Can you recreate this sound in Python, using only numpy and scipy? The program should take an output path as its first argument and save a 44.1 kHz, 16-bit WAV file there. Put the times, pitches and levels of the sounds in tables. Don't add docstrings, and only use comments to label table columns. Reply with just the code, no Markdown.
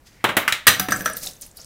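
import sys
import numpy as np
from scipy import signal
from scipy.fft import rfft, irfft, next_fast_len
from scipy.io import wavfile

SR = 44100
rng = np.random.default_rng(int(sys.argv[2]) if len(sys.argv) > 2 else 0)


def materialize(psi):
    bounded = np.clip(np.atleast_2d(psi).T, -1, 1)
    quanta = np.round(bounded * 32767).astype(np.int16)
    wavfile.write(sys.argv[1], SR, quanta)


N = 72765

# f/Hz, spectrum level/dB
FLOOR_SPECTRUM = [(12, -29.5), (20, -2.5), (88, -4.5), (221, -13.5), (1320, -24), (1560, -25.5),
                  (1690, -25), (2000, -27.5), (3310, -32), (15800, -36.5)]
FLOOR_DB = -54

# t/s, mid level/dB, treble level/dB
HANDLING_LEVELS = [(.045, -83, -73), (.07, -62, -48.5), (.1, -62, -59.5), (.142, -59, -60),
                   (.19, -60.5, -64), (.21, -52, -75), (.24, -57, -76)]
# f/Hz, width/Hz
GRIP_RESONANCES = [(1950, 420), (4900, 270), (6280, 450)]
SKIN_HZ, SKIN_WIDTH_HZ, SKIN_MIX = 4400, 3330, 1.6

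# f/Hz, t60/s
KITCHEN_DECAY = [(100, 0.367), (500, 0.33), (2000, 0.33), (5000, 0.28), (10000, 0.21), (15000, 0.23)]
KITCHEN_DB, WET_ROOM_DB = -6, -12.5
BUILD_S = 0.003
PREDELAY = 180

# t/s, level/dB, one colour level/dB per knock band, contact t60/s
KNOCK_HITS = [(0.241, 1, -26, -21, -17, -15.5, -15.5, -16, -16.5, -17, -23.5, -26, 0.048),
              (0.248, -5, -51, -19.5, -13, -12.5, -12, -8, -13, -20, -33, -26, 0.038),
              (0.289, -13.5, -23, -16.5, -17, -13, -11.5, -9.5, -12, -20.5, -23, -27, 0.11),
              (0.3676, 1, -30.5, -20.5, -18, -16.5, -11.5, -11, -12.5, -18, -18.5, -15, 0.05),
              (0.478, -1, -42, -34, -35, -23.5, -13.5, -13, -13.5, -26.5, -21, -23.5, 0.064),
              (0.523, -1, -36, -36, -31, -29.5, -24, -13, -14.5, -13.5, -17, -22.5, 0.045),
              (1.585, -38, -33, -22, -14, -15.5, -10, -27, -16, -27, -19, -27.5, 0.06)]
# low f/Hz, high f/Hz
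KNOCK_COLOUR_BANDS = [(90, 160), (160, 350), (350, 800), (800, 1150), (1150, 1600), (1600, 2300),
                      (2300, 3300), (3300, 4200), (4200, 10000), (10000, 15900)]
HOLLOW_HZ, HOLLOW_WIDTH_HZ, HOLLOW_DB = 616, 70, 3.5
RISE_S = 0.000976
CLICK = 0.33

# t/s, level/dB, one colour level/dB per blow band, contact t60/s,
# then one ring level/dB per group of modes
BLOW_HITS = [(0.6685, 3.5, -19, -19.5, -20, -4, -8, -13.5, -12.5, 0.037, -31.5, -24, -43, -15.5, -11, -42, -17, -40, -8),
             (.678, 0.5, -33, -23, -16, -11.5, -5, -8, -8, 0.055, -37, -52, -42, -29, -4, -10.5, -20, -13, -29),
             (0.796, -3.5, -20, -21.5, -22.5, -13.5, -15, -15.5, -8, 0.034, -18, -30, -20.5, -23.5, -45, -41, -23.5, -18, -40),
             (.885, -11, -20, -7, -15, -10.5, -16, -19.5, -23, 0.045, -17.5, -36, -29, -19, -38, -49, -41, -24, -32),
             (.907, -17, -22, -34, -32, -21, -11, -27, -11, 0.044, -38, -54, -25, -19, -33, -20, -14, -32, -11),
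             (0.9202, -7, -29, -35, -19, -8, -18.5, -14, -37, 0.032, -45, -25, -13, -8.5, -47, -43, -31, -15, -15),
             (.939, -16.5, -13, -9, -29, -19, -33, -35, -32, 0.028, -9, -50, -31, -12, -46, -46, -42, -42, -33),
             (1.007, -18.5, -23, -27, -19.5, -14, -12, -19, -9, 0.014, -12.5, -35, -24, -11, -42, -40, -34, -16, -16),
             (1.058, -2, -37, -23.5, -30, -22, -20, -20.5, -20.5, 0.034, -43, -24, -10.5, -18.5, -41, -43, -56, -21.5, -21),
             (1.076, -17.5, -36, -35, -22, -8, -36, -22, -25, 0.023, -37, -43, -28, -8, -42, -48, -38, -40, -26),
             (1.098, -18, -54, -21, -36, -4, -39, -14, -8, 0.016, -32, -15, -37, -14, -40, -40, -32, -19, -30)]
# low f/Hz, high f/Hz
BLOW_COLOUR_BANDS = [(75, 160), (160, 350), (350, 1100), (1100, 2300), (2300, 4200), (4200, 10000),
                     (10000, 15900)]
# f/Hz, level/dB before the blow's weighting, t60/s
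LID_MODES = [(193.5, -4.5, 0.2), (276.6, -2, .05), (492.7, -2, 0.12), (624, 4.5, 0.061), (1320, -2, 0.083),
             (1362, -10.5, 0.18), (1549, -2.5, 0.11), (1670, 5, 0.058), (1820, -8, 0.12), (1905, 4, 0.04),
             (4030, -1, 0.055), (4855, 2.5, 0.078), (5980, 4.5, 0.053), (8490, 0.5, .05),
             (11860, -2, 0.037), (13020, 0.5, 0.0364)]
RING_GROUP_EDGES = [400, 1100, 1450, 1850, 3000, 4200, 5400, 7000]
RING_DRIFT = 0.019
RING_SPREAD_DB = 1.5
RING_ROOM_DB = -2.5

# t/s, level/dB, length before damping/s
COLANDER_NUDGES = [(0.798, -31, 0.072), (0.922, -34.5, 0.042), (1.261, -41, 0.01)]
COLANDER_HZ, COLANDER_T60, DAMPING_S = 745, 0.6, 0.0054

# t/s, low fizz level/dB, high fizz level/dB, hands on glass level/dB
RUSTLE_LEVELS = [(0.902, -74, -40, -36), (1, -54, -39, -39), (1.13, -52, -78, -44), (1.17, -47, -34.5, -44),
                 (1.209, -51, -43, -51), (1.235, -37, -33.5, -44), (1.289, -44.5, -38.5, -48.5),
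                 (1.32, -54, -47, -54), (1.361, -74, -54, -57), (1.405, -60.5, -58, -63.5),
                 (1.43, -50, -44, -53), (1.49, -65, -56, -64.5), (1.541, -71, -65, -61),
                 (1.565, -63, -53, -61.5), (1.582, -57, -50.5, -56), (1.631, -50.5, -54, -57.5),
                 (1.65, -53, -57, -69)]
# centre f/Hz, spread in natural log of f
FIZZ_VOICES = [(5200, 0.16), (10000, 0.48)]
FIZZ_SPREAD_DB = 4
FIZZ_CYCLES, FIZZ_NOISE = 2.1, 0.99
# f/Hz, spectrum level/dB
RUB_SPECTRUM = [(60, -4), (180, 4), (350, -6), (550, 2.5), (1000, -16), (1800, -8), (3000, -16),
                (6000, -68)]

# t/s, level/dB, centre f/Hz, width of each of two filter passes/Hz, t60/s
BRINE_TICKS = [(.962, -23, 7650, 1020, 0.019), (0.969, -29, 13600, 3000, 0.024),
               (0.995, -34, 12530, 4000, 0.018), (1.007, -26, 12000, 500, .012),
               (1.021, -25, 14600, 1490, 0.011), (1.048, -27, 13500, 1500, .01),
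               (1.052, -32, 8000, 9000, 0.034), (1.133, -26.5, 9150, 2380, 0.027),
               (1.168, -22.5, 13700, 2500, 0.036), (1.168, -31.5, 9700, 2000, 0.04),
               (1.232, -28, 7000, 9000, 0.036), (1.250, -37, 9350, 8000, 0.014),
               (1.235, -28.5, 7050, 9100, 0.018), (1.262, -23, 10000, 7000, 0.014),
               (1.270, -20.5, 3770, 895, 0.018), (1.272, -23.5, 6240, 3020, 0.022),
               (1.311, -31, 8280, 1220, 0.008), (1.334, -30.5, 6540, 914, 0.007),
               (1.365, -41, 6200, 900, 0.023), (1.412, -33, 11760, 8400, 0.046),
               (1.419, -25.5, 8530, 4000, 0.013), (1.422, -34, 6260, 2050, 0.081),
               (1.463, -39, 10600, 3890, 0.054), (1.513, -35, 6900, 1490, .01),
               (1.57, -32.5, 12160, 4980, 0.028), (1.571, -40.5, 4660, 900, 0.093),
               (1.599, -40.5, 5440, 1200, 0.086), (1.615, -38.5, 6540, 2570, 0.039),
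               (1.646, -27.5, 8700, 5000, 0.004)]

TOP_HZ = 15800


def amp(db):
    return 10 ** (np.asarray(db) / 20)


def unit(x):
    return x / np.sqrt(np.mean(x ** 2) + 1e-20)


def along(points, hz):
    f, v = np.transpose(points)
    return np.interp(np.log(hz + 1), np.log(f + 1), v)


def gains(rows):
    s, *columns = np.transpose(rows)
    t = np.arange(N) / SR
    return [amp(np.interp(t, s, column, left=-120)) for column in columns]


def filtered(x, response):
    m = next_fast_len(N + SR // 2)
    return irfft(rfft(x, m) * response(np.fft.rfftfreq(m, 1 / SR)), m)[:N]


def add(track, s, x):
    part = track[round(s * SR):][:len(x)]
    part += x[:len(part)]


def floor():
    noise = rng.standard_normal(N)
    return amp(FLOOR_DB) * unit(filtered(noise, lambda hz: amp(along(FLOOR_SPECTRUM, hz))))


def resonant_noise(centre, width):
    def peak(f):
        return f * width / np.abs(centre ** 2 - f ** 2 + 1j * f * width)
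    return filtered(rng.standard_normal(N), peak)


def handling():
    mid, *high = [resonant_noise(centre, width) for centre, width in GRIP_RESONANCES]
    skin = resonant_noise(SKIN_HZ, SKIN_WIDTH_HZ)
    treble = unit(unit(sum(high)) + SKIN_MIX * unit(skin))
    mid_gain, treble_gain = gains(HANDLING_LEVELS)
    gate = np.arange(N) < HANDLING_LEVELS[-1][0] * SR
    return gate * (mid_gain * unit(mid) + treble_gain * treble)


def kitchen(x):
    hz, t, z = signal.stft(rng.standard_normal(SR // 2), SR, nperseg=256)
    decay = amp(-60 * t / along(KITCHEN_DECAY, hz)[:, None])
    tail = signal.istft(z * decay, SR, nperseg=256)[1]
    tail = tail * (1 - np.exp(-np.arange(len(tail)) / SR / BUILD_S))
    return signal.fftconvolve(np.pad(x, (PREDELAY, 0)), tail / np.linalg.norm(tail))


def add_in_room(track, s, near, far, send_db):
    add(track, s, near)
    add(track, s, amp(send_db) * kitchen(far))


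def causal(bands, colour_db, size=4096):
    points = []
    for (lo, hi), db in zip(bands, colour_db):
        density_db = db - 10 * np.log10(2 * (hi - lo) / SR)
        points += [(lo * 1.08, density_db), (hi / 1.08, density_db)]
    points = [(30, points[0][1] - 30)] + points
    spectrum = amp(along(points, np.fft.rfftfreq(size, 1 / SR)))
    cepstrum = irfft(np.log(spectrum), size)
    cepstrum[1:size // 2] *= 2
    cepstrum[size // 2 + 1:] = 0
    return irfft(np.exp(rfft(cepstrum)), size)


def contact(bands, colour_db, t60):
    t = np.arange(SR // 4) / SR
    shape = amp(-60 * t / max(t60, .004)) * (1 - np.exp(-t / RISE_S))
    pulse = np.linalg.norm(shape) * signal.unit_impulse(len(t), round(RISE_S * SR))
    rattle = shape * rng.standard_normal(len(t))
    push = np.array([rattle + CLICK * pulse, pulse])
    return signal.fftconvolve(push, causal(bands, colour_db)[None], axes=1)[:, :len(t)]


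def hollow(x):
    b, a = signal.iirpeak(HOLLOW_HZ, HOLLOW_HZ / HOLLOW_WIDTH_HZ, SR)
    return x + amp(HOLLOW_DB) * signal.lfilter(b, a, x)


def knocks():
    out = np.zeros(N)
    for s, db, *colour_db, t60 in KNOCK_HITS:
        near, far = [amp(db) * hollow(x) for x in contact(KNOCK_COLOUR_BANDS, colour_db, t60)]
        add_in_room(out, s, near, far, KITCHEN_DB)
    return out


def ring(hz, db, t60, drift=RING_DRIFT):
    t = np.arange(SR // 4) / SR
    wander = np.cumsum(rng.standard_normal(len(t))) * drift * hz / 1000
    return amp(db - 60 * t / t60) * np.sin(2 * np.pi * hz * t + wander) * (1 - np.exp(-t / RISE_S))


def blows():
    out, n = np.zeros(N), len(BLOW_COLOUR_BANDS)
    for s, db, *columns in BLOW_HITS:
        colour_db, t60, group_db = columns[:n], columns[n], columns[n + 1:]
        modes = 0
        for hz, mode_db, mode_t60 in LID_MODES:
            weight_db = group_db[np.searchsorted(RING_GROUP_EDGES, hz)]
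            modes = modes + ring(hz, mode_db + weight_db + rng.normal(0, RING_SPREAD_DB), mode_t60)
        near, far = contact(BLOW_COLOUR_BANDS, colour_db, t60)
        to_room = amp(db) * (far + amp(RING_ROOM_DB) * modes)
        add_in_room(out, s, amp(db) * (near + modes), to_room, KITCHEN_DB)
    return out


def colander():
    out, t = np.zeros(N), np.arange(SR // 4) / SR
    for s, db, length in COLANDER_NUDGES:
        damping = np.exp(-np.maximum(t - length, 0) / DAMPING_S)
        hum = damping * ring(COLANDER_HZ, db, COLANDER_T60, drift=0)
        add_in_room(out, s, hum, hum, KITCHEN_DB)
    return out


def fizz(hz, spread, count=4500):
    draw, k = rng.random((count, 2)), np.arange(160)
    f = np.minimum(hz * np.exp(spread * rng.standard_normal((count, 1))), TOP_HZ)
    size = amp(-FIZZ_SPREAD_DB * np.log(draw[:, 1:] + .03))
    grain = size * np.sin(2 * np.pi * f * k / SR) * np.exp(-k * f / SR / FIZZ_CYCLES)
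    start = (draw[:, :1] * N).astype(int)
    bubbles = np.bincount((start + k).ravel(), grain.ravel(), N)[:N]
    hiss = filtered(rng.standard_normal(N), lambda w: np.exp(-(np.log((w + 1) / hz) / spread / 2) ** 2))
    return unit(unit(bubbles) + FIZZ_NOISE * unit(hiss))


def rustle():
    low_gain, high_gain, rub_gain = gains(RUSTLE_LEVELS)
    low, high = [fizz(hz, spread) for hz, spread in FIZZ_VOICES]
    glass = unit(filtered(rng.standard_normal(N), lambda hz: amp(along(RUB_SPECTRUM, hz))))
    return low_gain * low + high_gain * high + rub_gain * glass


def ticks():
    out, t = np.zeros(N), np.arange(SR // 10) / SR
    for s, db, hz, width, t60 in BRINE_TICKS:
        b, a = signal.iirpeak(min(hz, TOP_HZ), hz / width, SR)
        noise = rng.standard_normal(len(t))
        puff = unit(signal.lfilter(b, a, signal.lfilter(b, a, noise)))
        tick = amp(db - 60 * t / max(t60, .002)) * puff
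        add_in_room(out, s, tick, tick, WET_ROOM_DB)
    return out


def scene():
    return (floor() + handling() + knocks() + blows() + colander() + rustle() + ticks())[None]


def record(dry):
    x = dry[0] / (1 + np.abs(dry[0] / .93) ** 8) ** (1 / 8)
    return filtered(x, lambda hz: 1 / (1 + (hz / TOP_HZ) ** 120))[None]


dry = scene()
out = record(dry)
materialize(out)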